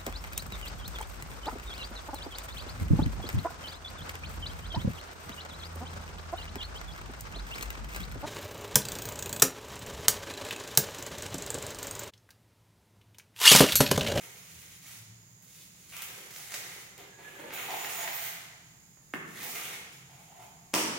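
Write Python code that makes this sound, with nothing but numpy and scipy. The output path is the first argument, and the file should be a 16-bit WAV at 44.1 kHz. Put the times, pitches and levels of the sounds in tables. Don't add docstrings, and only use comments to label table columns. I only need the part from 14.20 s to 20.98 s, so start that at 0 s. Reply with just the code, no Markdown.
import sys
import numpy as np
from scipy import signal
from scipy.fft import rfft, irfft
from scipy.io import wavfile

SR = 44100
rng = np.random.default_rng(int(sys.argv[2]) if len(sys.argv) > 2 else 0)


def to_wav(sig):
    pcm = np.clip(np.atleast_2d(sig), -1, 1) * 32767
    pcm = np.round(pcm).astype(np.int16)
    wavfile.write(sys.argv[1], SR, pcm.T)


N = 298998
TIME = np.arange(N) / SR

# (time [s], level [dB], length [s])
CLACK_HITS = [(6.536, -12, 0.0022), (6.5392, 6.5, 0.0013), (6.548, -7, 0.002), (6.5536, -7.5, 0.0032),
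              (6.576, -1, 0.014)]


def scraping():
    # (frequency [Hz], level [dB])
    grit_tone = [(100, -28), (400, -14.5), (1200, -9.5), (2100, -1), (3300, 0.5), (4200, 0.5), (5000, 0),
                 (6400, 2.5), (8000, -1), (9500, 0), (11000, -1.5), (12800, -2.5), (14000, -1.5),
                 (15600, -1), (17000, -4)]
    # (frequency [Hz], width [Hz], level [dB])
    flat_rings = [(1270, 88, -2), (1810, 510, -1), (2037, 360, 5), (2350, 510, -9.5), (2990, 1640, -3.5)]
    edge_rings = [(1370, 750, 3.5), (2400, 590, 6), (2786, 670, -2), (3080, 1100, -1)]
    hollow_rings = [(726, 131, -1.5), (821, 137, -5)]
    mortar_rings = [(295.7, 150, -6.5), (393, 82, 2.5), (455, 150, 4.5)]
    sand, flat, edge, cavity, mortar = strokes()
    fine = grains(per_s=8000, spread_db=5, judder_db=2.5, judder_per_s=110)
    coarse = grains(per_s=4500, spread_db=2.5, judder_db=3, judder_per_s=70)
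    grit = from_db(3) * sand * rms_one(colour(fine, grit_tone))
    blade = from_db(-3) * (flat * resonate(coarse, flat_rings) + edge * resonate(fine, edge_rings))
    hollow = from_db(-3) * cavity * resonate(coarse, hollow_rings)
    drag = from_db(2.5) * mortar * resonate(coarse, mortar_rings)
    return grit + sizzle() + blade + hollow + drag


def strokes():
    # (start [s], length [s], sand [dB], blade [dB], hollow [dB], mortar [dB],
    # swell from start to end [dB], tilt [0 flat to 1 on its edge])
    trowel_strokes = [(0.0, 0.14, -53, -51.5, -58.5, -64, -12.5, 0.3),
                      (0.107, 0.45, -55, -59, -84, -77.5, 1.5, 0.33),
                      (0.612, 0.16, -50.5, -55, -68, -79, -0.5, 0.17),
                      (1.227, 0.2, -56.5, -75, -85, -75.5, 8, .2),
                      (1.497, 0.23, -61, -66.5, -78, -80, 12, 0.31),
                      (1.719, 0.12, -49, -43.5, -62, -76, 0, 0.77),
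                      (1.873, 0.22, -52, -51, -59.5, -60.5, -7, 0.29),
                      (2.115, 0.22, -48, -51.5, -59.5, -72, 3.5, .1),
                      (2.302, 0.32, -51.5, -47.5, -54.5, -60, -7, 0.13),
                      (2.768, .08, -62, -49, -53.5, -55.5, -5, 0.54),
                      (2.98, 0.21, -58.5, -49.5, -52.5, -55, -0.5, 0.48),
                      (3.187, 0.11, -57, -47, -50, -47.5, -3, .6),
                      (3.314, 0.18, -46.5, -37.5, -47, -54.5, -6, 0.63),
                      (3.481, 0.081, -44.5, -36, -33, -48, -4, 0.36),
                      (3.579, 0.207, -43, -39.5, -46, -56, -3, 0.37),
                      (3.781, 0.11, -41.5, -37, -37.5, -54.5, -4.5, 0.18),
                      (3.917, 0.16, -44, -41, -57, -71, 1, 0.28),
                      (4.102, 0.14, -57.5, -50, -56.5, -76, -15, .25),
                      (5.04, .10, -59.5, -62, -80, -72, 9, .15),
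                      (5.133, 0.072, -48, -43.5, -72, -64, 9.5, 0.17),
                      (5.213, 0.13, -43, -47, -48, -58, -1.5, 0.48),
                      (5.339, .20, -44, -39, -51, -56.5, -4.5, 0.5),
                      (5.72, 0.052, -60, -72, -85, -91, -2, .6),
                      (5.89, 0.19, -65, -61.5, -56, -73.5, -4.5, 0.64),
                      (6.078, .17, -61, -57.5, -51.5, -69.5, 6.5, .6)]
    power = np.zeros((5, N))
    for start, length, sand_db, blade_db, hollow_db, mortar_db, swell_db, tilt in trowel_strokes:
        gains = from_db([sand_db, blade_db, blade_db, hollow_db, mortar_db])
        gains *= np.sqrt([1, 1 - tilt, tilt, 1, 1])
        for track, gain in zip(power, gains):
            add(track, start, (gain * pressure(length, swell_db)) ** 2)
    return np.sqrt(power)


def pressure(length, swell_db, bite_s=0.011, lift_s=0.022):
    age = TIME[:int((length + 10 * lift_s) * SR)]
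    bite = np.minimum(age / bite_s, 1)
    lift = np.exp(-np.maximum(age - length, 0) / lift_s)
    swell = from_db(swell_db * (np.minimum(age / length, 1) - 0.5))
    return bite * lift * swell


def grains(per_s, spread_db, judder_db, judder_per_s):
    sizes = from_db(spread_db * np.minimum(rng.exponential(1, N), 4))
    signs = rng.choice([-1, 1], N)
    cracks = rng.random(N) < per_s / SR
    return sizes * signs * cracks * from_db(judder_db * drift(judder_per_s))


def sizzle():
    # (start [s], length [s], level [dB], swell from start to end [dB])
    presses = [(3.335, .73, -44.5, 9), (5.22, 0.28, -51, -18)]
    # (frequency [Hz], width [Hz], level [dB])
    sizzle_rings = [(14340, 1100, -1), (15000, 1100, 0)]
    gain = np.zeros(N)
    for start, length, db, swell_db in presses:
        add(gain, start, from_db(db) * pressure(length, swell_db))
    sand = grains(per_s=3500, spread_db=-2, judder_db=3.5, judder_per_s=70)
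    return gain * resonate(sand, sizzle_rings)


def stones():
    # (time [s], level [dB], duller above [Hz], length [s])
    ticks = [(1.224, -33.5, 13700, 0.0071), (1.724, -23, 3960, 0.0062), (1.7667, -15, 10870, 0.0017),
             (1.8206, -12, 11100, 0.0046), (2.107, -18.5, 8900, 0.0064), (2.162, -15.5, 9000, 0.0036),
             (2.321, -11, 5900, 0.0036), (2.341, -6, 7000, 0.005), (2.3454, -11.5, 7000, 0.004),
             (2.779, -23.5, 9900, 0.004), (3.3057, -9.5, 2800, 0.0049), (3.336, -18, 15000, 0.007),
             (3.375, -8, 3200, 0.0038), (3.507, -13, 6000, 0.0036), (3.568, -14, 8000, 0.0023),
             (3.646, -2.5, 2480, 0.003), (3.877, -3.5, 3520, 0.0031), (4.04, -17, 7900, 0.005),
             (4.771, -19, 880, 0.0025), (5.238, -14, 6000, 0.0058), (5.357, -13.5, 7000, .005),
             (5.531, -16, 5900, 0.0049)]
    # (frequency [Hz], level [dB])
    tick_tone = [(100, -27), (400, -3.5), (1000, -1.5), (2100, 6), (3500, -0.5), (6500, 4.5), (10000, 2),
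                 (15500, 18)]
    out = np.zeros(N)
    for start, db, hz, length in ticks:
        muffle = signal.butter(2, hz, fs=SR)
        add(out, start, from_db(db) * signal.lfilter(*muffle, crunch(length, crack=0.47)))
    return colour(out, tick_tone)


def squeals():
    # (start [s], end [s], pitch [Hz], pitch waver [Hz], level [dB])
    notes = [(2.309, 2.6, 2050, 75, -55.5), (2.857, 3.04, 1677, 30.2, -60), (3.034, 3.11, 1705, 38, -50.5),
             (3.147, 3.23, 1745, 55, -53), (3.328, 3.5, 6820, 40, -52.5), (3.5, 3.73, 6900, 72, -53.5),
             (3.72, 3.85, 6790, 30, -47)]
    out = np.zeros(N)
    for start, end, hz, waver_hz, db in notes:
        note = sine(hz + waver_hz * drift(per_s=250))
        flutter = from_db(2.5 * drift(per_s=70))
        out += arch(start, end - start) * from_db(db) * flutter * note
    return out


def clack():
    # (frequency [Hz], level [dB])
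    clack_tone = [(50, -28), (145, 8.5), (195, 9), (265, 14.5), (480, 10.5), (750, 4.5), (980, 11),
                  (1450, 3.5), (2000, 5), (2900, 6.5), (3900, -2.5), (5700, 5), (7200, -1), (8700, 1),
                  (11000, -6.5), (15500, -5)]
    out = np.zeros(N)
    for start, db, length in CLACK_HITS:
        add(out, start, from_db(db) * crunch(length, crack=0.55))
    return colour(out, clack_tone)


def after_ring():
    # (pitch [Hz], level [dB], time to fade by 60 dB [s])
    notes = [(312.4, -36.5, 0.81), (686, -35, 0.26), (922, -47, 1.4), (956, -47, 1.2), (1085, -61, 1.1),
             (2590, -41, 0.39), (3100, -48, 1.2), (5480, -48, .7)]
    hardest_hit_s = CLACK_HITS[1][0]
    out = np.zeros(N)
    add(out, hardest_hit_s, struck(notes, size=32768))
    return out


def knock(start_s=4.9372):
    # (pitch [Hz], level [dB], time to fade by 60 dB [s])
    notes = [(164, -20.5, 0.21), (238, -13, 0.054), (361, -8, 0.023), (810, -9.5, 0.0095),
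             (1110, -8.5, 0.02), (1510, -1.5, 0.0074), (1796, -4.5, 0.018), (2140, -9.5, 0.023),
             (2720, -6.5, 0.0069), (3330, -9.5, 0.0032)]
    out = np.zeros(N)
    add(out, start_s, from_db(-20.5) * struck(notes))
    add(out, start_s, from_db(-22.5) * crunch(0.0078, crack=0.37))
    bass_cut = signal.butter(2, 120, "high", fs=SR, output="sos")
    return signal.sosfilt(bass_cut, out + 1e-18)


def near_bounces(x):
    # (left delay [s], right delay [s], level [dB])
    bounces = [(.0016, 0.0014, -15), (.0038, 0.0032, -9), (0.0103, 0.01, -6.5), (0.017, 0.023, -7)]
    out = np.array([x, x])
    for left, right, db in bounces:
        add(out[0], left, from_db(db) * x)
        add(out[1], right, from_db(db) * x)
    return out


def echo(x, wander_per_s, patterns=4):
    blend = np.array([drift(wander_per_s) for _ in range(patterns)])
    blend /= np.linalg.norm(blend, axis=0)
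    return sum(signal.fftconvolve((share * x)[None], room_tail(), axes=1)[:, :N] for share in blend)


def room_tail(build_s=0.004, size=65536):
    # (frequency [Hz], time to fade by 60 dB [s])
    fade_times = [(100, 1.6), (300, 1.48), (800, 1.24), (2200, 1.19), (5000, 1.22), (9000, 0.82),
                  (15000, 0.46)]
    age, hz = TIME[:size], np.arange(size // 2 + 1) * SR / size
    noise = rfft(noise_all_around([(20, 0), (20000, 0)], size))
    tail = 0
    for centre, fade_s in fade_times:
        band = at_hz([(f, f == centre) for f, _ in fade_times], hz)
        fade = from_db(-60 * age / fade_s) * (1 - np.exp(-age / build_s))
        tail = tail + irfft(noise * band) * fade / np.linalg.norm(fade)
    return tail


def drone(waver_hz=5.12, waver_db=5, waver_per_s=21):
    # (start [s], length [s], pitch [Hz], level [dB])
    swells = [(0.05, 0.54, 86.3, -62), (0.74, 0.43, 111, -53.5), (5.62, 0.4, 127.2, -60)]
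    out = np.zeros(N)
    for start, length, hz, db in swells:
        note = sine(hz + waver_hz * drift(waver_per_s))
        out += arch(start, length) * from_db(db + waver_db * drift(waver_per_s)) * note
    return out


def background():
    # (frequency [Hz], level [dB])
    rumble_tone = [(25, -24), (50, -14), (85, -7.5), (102, -13), (120, 2), (140, -6), (160, 1), (192, -5.5),
                   (225, -14.5), (300, -16), (600, -27)]
    hiss_tone = [(100, -12), (400, 1.5), (900, 15), (1250, 7.5), (2200, 14), (3500, -32), (5000, 15.5),
                 (5950, 3), (6450, 25), (7200, 25), (8100, -2), (12500, -22), (14000, 6), (16000, -8.5)]
    rumble = from_db(-59 + 0.5 * drift(per_s=8.1)) * noise_all_around(rumble_tone)
    return rumble + drone() + from_db(-61) * noise_all_around(hiss_tone)


def noise_all_around(tone, size=N):
    # (frequency [Hz], likeness [-1 opposite to 1 the same])
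    likeness = [(25, 0.98), (60, 0.6), (125, 0.99), (250, 0.79), (500, 0.64), (1000, -0.057), (3000, -0.22),
                (15000, -0.11)]

    def part(weight):
        def gain_db(hz):
            return at_hz(tone, hz) + 10 * np.log10(1 + weight * np.clip(at_hz(likeness, hz), -0.98, 0.98))
        return shape(rng.standard_normal(size), gain_db)
    middle, sides = part(0.58), part(-1)
    return rms_one(np.array([middle + sides, middle - sides]))


def crunch(length, crack, size=4096):
    burst = rng.standard_normal(size) * np.exp(-np.arange(size) / (length * SR))
    burst /= np.linalg.norm(burst)
    burst[0] += crack
    for _ in range(6):
        phases = np.angle(rfft(burst, 2 * size))
        burst = irfft(np.exp(1j * phases))[:size]
    return burst / np.linalg.norm(burst)


def struck(notes, size=8192):
    age = TIME[:size]
    return sum((-1) ** k * from_db(db - 60 * age / fade_s) * np.sin(2 * np.pi * hz * age)
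               for k, (hz, db, fade_s) in enumerate(notes))


def resonate(x, rings):
    out = 0
    for hz, width, db in rings:
        r = np.exp(-np.pi * width * np.sqrt(2) / SR)
        b = (1 - r * r) / 2 * np.array([1, 0, -1])
        a = [1, -2 * r * np.cos(2 * np.pi * hz / SR), r * r]
        out = out + from_db(db) * signal.lfilter(b, a, signal.lfilter(b, a, x))
    return rms_one(out)


def colour(x, tone):
    return shape(x, lambda hz: at_hz(tone, hz))


def shape(x, db_of_hz, size=8192):
    hz = np.arange(size // 2 + 1) * SR / size
    cepstrum = irfft(np.log(from_db(db_of_hz(hz))))
    cepstrum[1:size // 2] *= 2
    cepstrum[size // 2 + 1:] = 0
    response = irfft(np.exp(rfft(cepstrum)))
    return signal.oaconvolve(x, response)[:len(x)]


def at_hz(points, hz):
    f, value = np.transpose(points)
    return np.interp(np.log(np.maximum(hz, 1)), np.log(f), value)


def drift(per_s):
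    steps = rng.standard_normal(N // 16)
    return rms_one(np.interp(TIME * per_s, np.arange(len(steps)), steps))


def sine(hz):
    return np.sin(2 * np.pi * np.cumsum(hz) / SR)


def arch(start, length):
    progress = np.clip((TIME - start) / length, 0, 1)
    return np.sqrt(np.sin(np.pi * progress).clip(0))


def add(track, start, sound):
    i = int(start * SR)
    track[i:i + len(sound)] += sound[:N - i]


def from_db(db):
    return 10 ** (np.asarray(db) / 20)


def rms_one(x):
    return x / np.sqrt(np.mean(x ** 2) + 1e-20)


def scene():
    # (sound, direct level [dB], level sent into the room [dB])
    sources = [(scraping(), -6.5, -1.25), (stones(), -3.5, 0.5), (squeals(), -1, 2),
               (knock(), -0.5, 3), (clack(), -6.5, 1.5)]
    direct = sum(from_db(db) * sound for sound, db, _ in sources)
    into_room = sum(from_db(db) * sound for sound, _, db in sources)
    return near_bounces(direct) + echo(into_room, wander_per_s=70) + after_ring() + background()


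def record(dry):
    # (frequency [Hz], left minus right [dB])
    balance = [(150, 1), (800, -0.5), (1600, -4), (2700, 1.5), (4800, 1.5), (5600, -1), (6400, -8.5),
               (7200, -10.5), (7800, 8), (9500, 1.5), (12600, -1), (14000, -14.5), (15500, -15)]

    def opening(x, sign):
        return shape(x, lambda hz: 10 * np.log10(2 / (1 + from_db(sign * at_hz(balance, hz)) ** 2)))
    treble_cut = signal.ellip(12, 0.2, 70, 15900, fs=SR, output="sos")
    return signal.sosfilt(treble_cut, [opening(dry[0], -1), opening(dry[1], 1)])


dry = scene()
out = record(dry)
to_wav(out)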